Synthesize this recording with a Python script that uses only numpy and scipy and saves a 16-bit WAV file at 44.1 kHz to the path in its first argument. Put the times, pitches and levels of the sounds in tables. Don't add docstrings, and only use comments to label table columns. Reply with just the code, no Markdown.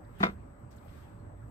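import sys
import numpy as np
from scipy import signal
from scipy.fft import rfft, irfft, next_fast_len
from scipy.io import wavfile
from scipy.ndimage import uniform_filter1d, map_coordinates

SR = 44100
rng = np.random.default_rng(int(sys.argv[2]) if len(sys.argv) > 2 else 0)


def generate_wav(sig):
    pcm = np.round(np.clip(np.atleast_2d(sig).T, -1, 1) * 32767).astype(np.int16)
    wavfile.write(sys.argv[1], SR, pcm)


N = 66150
T = np.arange(N) / SR


def amp(db):
    return 10 ** (np.asarray(db) / 20)


def unit(x):
    return x / np.sqrt(np.mean(x ** 2) + 1e-20)


def along(points, hz):
    f, value = np.transpose(points)
    return np.interp(np.log(hz + 1), np.log(f + 1), value)


def curves(rows):
    s, *columns = np.transpose(rows)
    return [np.interp(T, s, column) for column in columns]


def wobble(rate):
    knots = rng.standard_normal(int(N * rate / SR) + 4)
    return map_coordinates(knots, [T * rate])


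def filtered(x, response, ends="even"):
    edge = 4096
    size = next_fast_len(N + 2 * edge)
    wide = np.pad(x, ((0, 0), (edge, edge)), mode="reflect", reflect_type=ends)
    spectrum = rfft(wide, size) * response(np.fft.rfftfreq(size, 1 / SR))
    return irfft(spectrum, size)[:, edge:edge + N]


def shape(spectrum):
    low, high = spectrum[0], spectrum[-1]
    points = [(low[0] / 2, low[1] - 40)] + list(spectrum) + [(high[0] * 2, high[1] - 40)]
    return lambda hz: amp(along(points, hz))


def pair(alike, patchy_db=0):
    bins = signal.stft(rng.standard_normal((2, N)), nperseg=512)[2]
    patches = uniform_filter1d(rng.standard_normal(bins.shape[1:]), 5, 0)
    patches = unit(uniform_filter1d(patches, 12, 1))
    noise = signal.istft(bins * amp(patchy_db * patches), nperseg=512)[1][:, :N]

    def mid_side(hz):
        angle = np.arccos(np.clip(along(alike, hz), -1, 1)) / 2
        return np.array([np.cos(angle), np.sin(angle)])
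    mid, side = filtered(noise, mid_side)
    return unit(np.array([mid + side, mid - side]))


# f/Hz, likeness (1 = identical)
FAR_ALIKE = [(60, 1), (200, 0.76), (500, 0.67), (800, 0.1), (1200, 0.11), (8500, 0.1), (9800, 0.91),
             (12000, 0.67), (13200, .99)]
# f/Hz, relative level/dB per Hz
CITY_SPECTRUM = [(20, -22.5), (53, -4), (103, -5.5), (140, -11), (280, -17), (420, -23.5), (724, -24),
                 (1370, -29), (2200, -40), (3170, -52), (5500, -60), (7290, -59), (8150, -52),
                 (9000, -58.5), (10200, -60), (12500, -64), (14000, -62), (15500, -95)]
# t/s, f/Hz, level/dB
DRONE_PATH = [(.4, 80.05, -70), (.55, 100.2, -60.5), (.9, 95.1, -56.5), (1.03, 93.25, -62.5),
              (1.22, 101.1, -48.5), (1.5, 93, -56)]
# f/Hz, level/dB, right quieter/dB, right ahead/rad
THIN_TONES = [(581.4, -65, 0, 0), (7763, -97, 3, 2), (7946.5, -83.5, -2.5, 3), (8038, -86.5, 6, 4)]
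CITY_DB, CITY_PATCHY_DB = -49, 2


def city():
    noise = unit(filtered(pair(FAR_ALIKE, CITY_PATCHY_DB), shape(CITY_SPECTRUM)))
    far = amp(CITY_DB + 0.57 * wobble(9.3)) * noise
    hz, db = curves(DRONE_PATH)
    drone_gain = np.sqrt(2) * amp(db + 2.8 * wobble(21.77))
    drone_phase = 2 * np.pi * np.cumsum(hz * (1 + 0.131 * wobble(20))) / SR
    out = far + drone_gain * np.sin(drone_phase)
    right_only = np.array([[0], [1]])
    starts = rng.uniform(0, 2 * np.pi, len(THIN_TONES))
    for (f, level, quieter, ahead), start in zip(THIN_TONES, starts):
        gain = np.sqrt(2) * amp(level + 0.36 * wobble(23.0) - right_only * quieter)
        out = out + gain * np.sin(2 * np.pi * f * T + start + right_only * ahead)
    return out


# t/s, level/dB, extra treble/dB
RUSTLE_SWELL = [(0, -93, 13), (.12, -77.5, 4), (.183, -67, -6.5), (.19, -63.5, 3.5), (.215, -46, -14.5),
                (.27, -61, -6), (.34, -70, -2.5), (.37, -95, 12), (.69, -100, 13), (.72, -69.5, -6),
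                (.8, -75, 2.5), (.88, -69, -3.5), (.975, -65, -3), (1.03, -67, -4), (1.1, -74.5, -1.5),
                (1.3, -89.5, 0.5), (1.5, -81.5, 7)]
# f/Hz, relative level/dB
CLOTH_BODY = [(1500, 8.5), (2500, 2), (3500, -2.5), (6000, -13), (8000, -16.5)]
# f/Hz, relative level/dB
CLOTH_SHEEN = [(8000, -11), (9800, -8), (12500, -5), (14000, -13), (15000, -18)]
# t/s, level/dB, centre f/Hz, width/octaves, length/s
CLOTH_TICKS = [(0.046, -75.5, 3760, 0.27, 0.0057), (0.146, -72.5, 3200, 0.08, 0.09),
               (0.592, -79, 11000, 0.45, 0.013), (0.711, -71, 11900, 0.27, 0.0033),
               (0.705, -70.5, 4800, .7, 0.023), (0.76, -69, 9000, 0.5, .012),
               (0.778, -72, 3620, 0.33, 0.011), (1.026, -75, 3200, 0.08, .025),
               (0.84, -75, 11800, 0.3, 0.028), (0.88, -66.5, 2530, 0.5, 0.018),
               (1.18, -85.5, 4260, 0.036, 0.033)]
GRAIN_DB = 0.5


def cloth():
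    level_db, treble_db = curves(RUSTLE_SWELL)
    noise = pair(FAR_ALIKE, patchy_db=1.5)
    body, sheen = filtered(noise, shape(CLOTH_BODY)), filtered(noise, shape(CLOTH_SHEEN))
    grain = amp(level_db + GRAIN_DB * wobble(180))
    out = grain * (body + amp(treble_db) * sheen) / np.std(body)
    snap = pair(FAR_ALIKE)
    for s, db, centre, octaves, length in CLOTH_TICKS:
        bell = lambda hz: np.exp(-.5 * (np.log2((hz + 1) / centre) / octaves) ** 2)
        band = unit(filtered(snap, bell))
        u = np.clip((T - s) / length, 0, None)
        burst = np.e * 2 * u * np.exp(-2 * u)
        out = out + amp(db) * burst * band
    return out


# t/s, level/dB, hardness/dB per octave
TIP_CONTACTS = [(0.203, -36, 1.5), (0.2055, -34.5, -2), (.2108, -39.5, 9), (0.2162, -39, -0.5),
                (0.2292, -30.5, 13.5), (0.2309, -20.5, 3.5), (0.234, -22.5, 6.5), (0.2368, -18.5, 7),
                (0.2426, -39.5, 2), (0.2474, -35.5, 0), (.2527, -30.5, 8.5), (0.259, -34, 7.5),
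                (0.2658, -29.5, 4), (.2790, -43, 2), (0.2886, -38.5, 1), (0.298, -43, 3.5)]
# f/Hz, relative level/dB, t60/s
POST_MODES = [(196.4, 5, 0.12), (214, -2.5, 0.097), (342, -2.5, 0.067), (390, -2, 0.077), (560, 0, 0.019),
              (732, 2, 0.03), (1040, 2.5, 0.017), (1210, -1, 0.042), (1340, -0.5, 0.042), (1874, -9, 0.03),
              (2092, -9, 0.056), (2382, -13.5, 0.036), (3605, -15, 0.012), (4520, -31.5, 0.0067)]
# f/Hz, relative level/dB
CRUNCH_SPECTRUM = [(150, 0), (500, 5.5), (1300, 5), (2400, -7.5), (3800, -14), (6000, -27), (9500, -37),
                   (12500, -38), (15500, -66)]
# f/Hz, likeness (1 = identical)
NEAR_ALIKE_POINTS = [(200, 0.75), (2800, 0.62), (4000, 0.35), (8500, 0.24), (10000, 0.55), (13000, .99)]
# f/Hz, left over right/dB
POST_BALANCE = [(150, 1), (350, 0), (2000, 0)]
CRUNCH_DB, CRUNCH_T60_S = -2.5, 0.055
SPREAD_DB, SPREAD_RAD = 4, 0.66
PIVOT_HZ = 1357
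RISE_S, RISE_CYCLES = 0.001, 0.46
SCATTER_DB = 1.5


def thrust():
    ring, crunch_power = np.zeros((2, N + SR)), np.zeros(N + SR)
    t = np.arange(SR // 3) / SR
    hz, level, t60 = np.transpose(POST_MODES)[:, :, None]
    side = np.array([.5, -.5])[:, None, None]
    apart = side * np.clip(hz / PIVOT_HZ, 0, 1)
    rise = 1 - np.exp(-t / RISE_S)
    swell = 1 - np.exp(-t * hz / RISE_CYCLES)
    scatter = rng.standard_normal((len(TIP_CONTACTS), 3, len(POST_MODES), 1))
    for (s, db, hard), (size, pan, turn) in zip(TIP_CONTACTS, scatter):
        start = round(s * SR)
        mode_db = db + level + hard * np.log2(hz / PIVOT_HZ)
        mode_db = mode_db + SCATTER_DB * size + SPREAD_DB * apart * pan
        wave = np.sin(2 * np.pi * hz * t + SPREAD_RAD * apart * turn)
        modes = swell * amp(mode_db - 60 * t / t60) * wave
        ring[:, start:start + len(t)] += np.sum(modes, axis=1)
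        crunch_gain = rise * amp(db + CRUNCH_DB - 60 * t / CRUNCH_T60_S)
        crunch_power[start:start + len(t)] += crunch_gain ** 2
    noise = unit(filtered(pair(NEAR_ALIKE_POINTS), shape(CRUNCH_SPECTRUM)))
    hit = ring[:, :N] + np.sqrt(crunch_power[:N]) * noise
    return filtered(hit, lambda f: amp(side[:, 0] * along(POST_BALANCE, f)))


# f/Hz, t60/s
WALL_DECAY = [(150, 0.23), (1000, 0.15), (4000, 0.07), (12000, 0.1)]
WALL_DB, WALL_DELAY_S = -15, 0.0068


def walls(x):
    hz, t, bins = signal.stft(pair(NEAR_ALIKE_POINTS)[:, :SR // 2], SR, nperseg=256)
    decay = amp(-60 * t / along(WALL_DECAY, hz)[:, None])
    tail = signal.istft(bins * decay, SR, nperseg=256)[1]
    tail = tail / np.linalg.norm(tail[0])
    late = np.pad(x, ((0, 0), (round(WALL_DELAY_S * SR), 0)))
    return amp(WALL_DB) * signal.fftconvolve(late, tail, axes=1)[:, :N]


def scene():
    hit = thrust()
    return city() + cloth() + hit + walls(hit)


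# f/Hz, right lag/rad
RIGHT_LAG = [(50, .15), (150, .25), (330, 0), (520, 1.8), (750, 2.3), (1500, 2.6), (2200, 3.3), (9800, 3.0),
             (11000, 2.2), (12300, .5), (13000, 0)]
# f/Hz, left over right/dB
LEFT_TILT = [(150, -3), (500, -1.5), (950, 3), (2000, 1), (3200, 4), (5500, 8), (7600, 11), (9000, 4),
             (9700, 0)]
TOP_HZ = 15700


def record(dry):
    def ports(hz):
        tilt = along(LEFT_TILT, hz) / 2
        left = amp(tilt)
        right = amp(-tilt) * np.exp(-1j * along(RIGHT_LAG, hz))
        return np.array([left, right]) * (hz < TOP_HZ)
    return filtered(dry, ports, "odd")


dry = scene()
out = record(dry)
generate_wav(out)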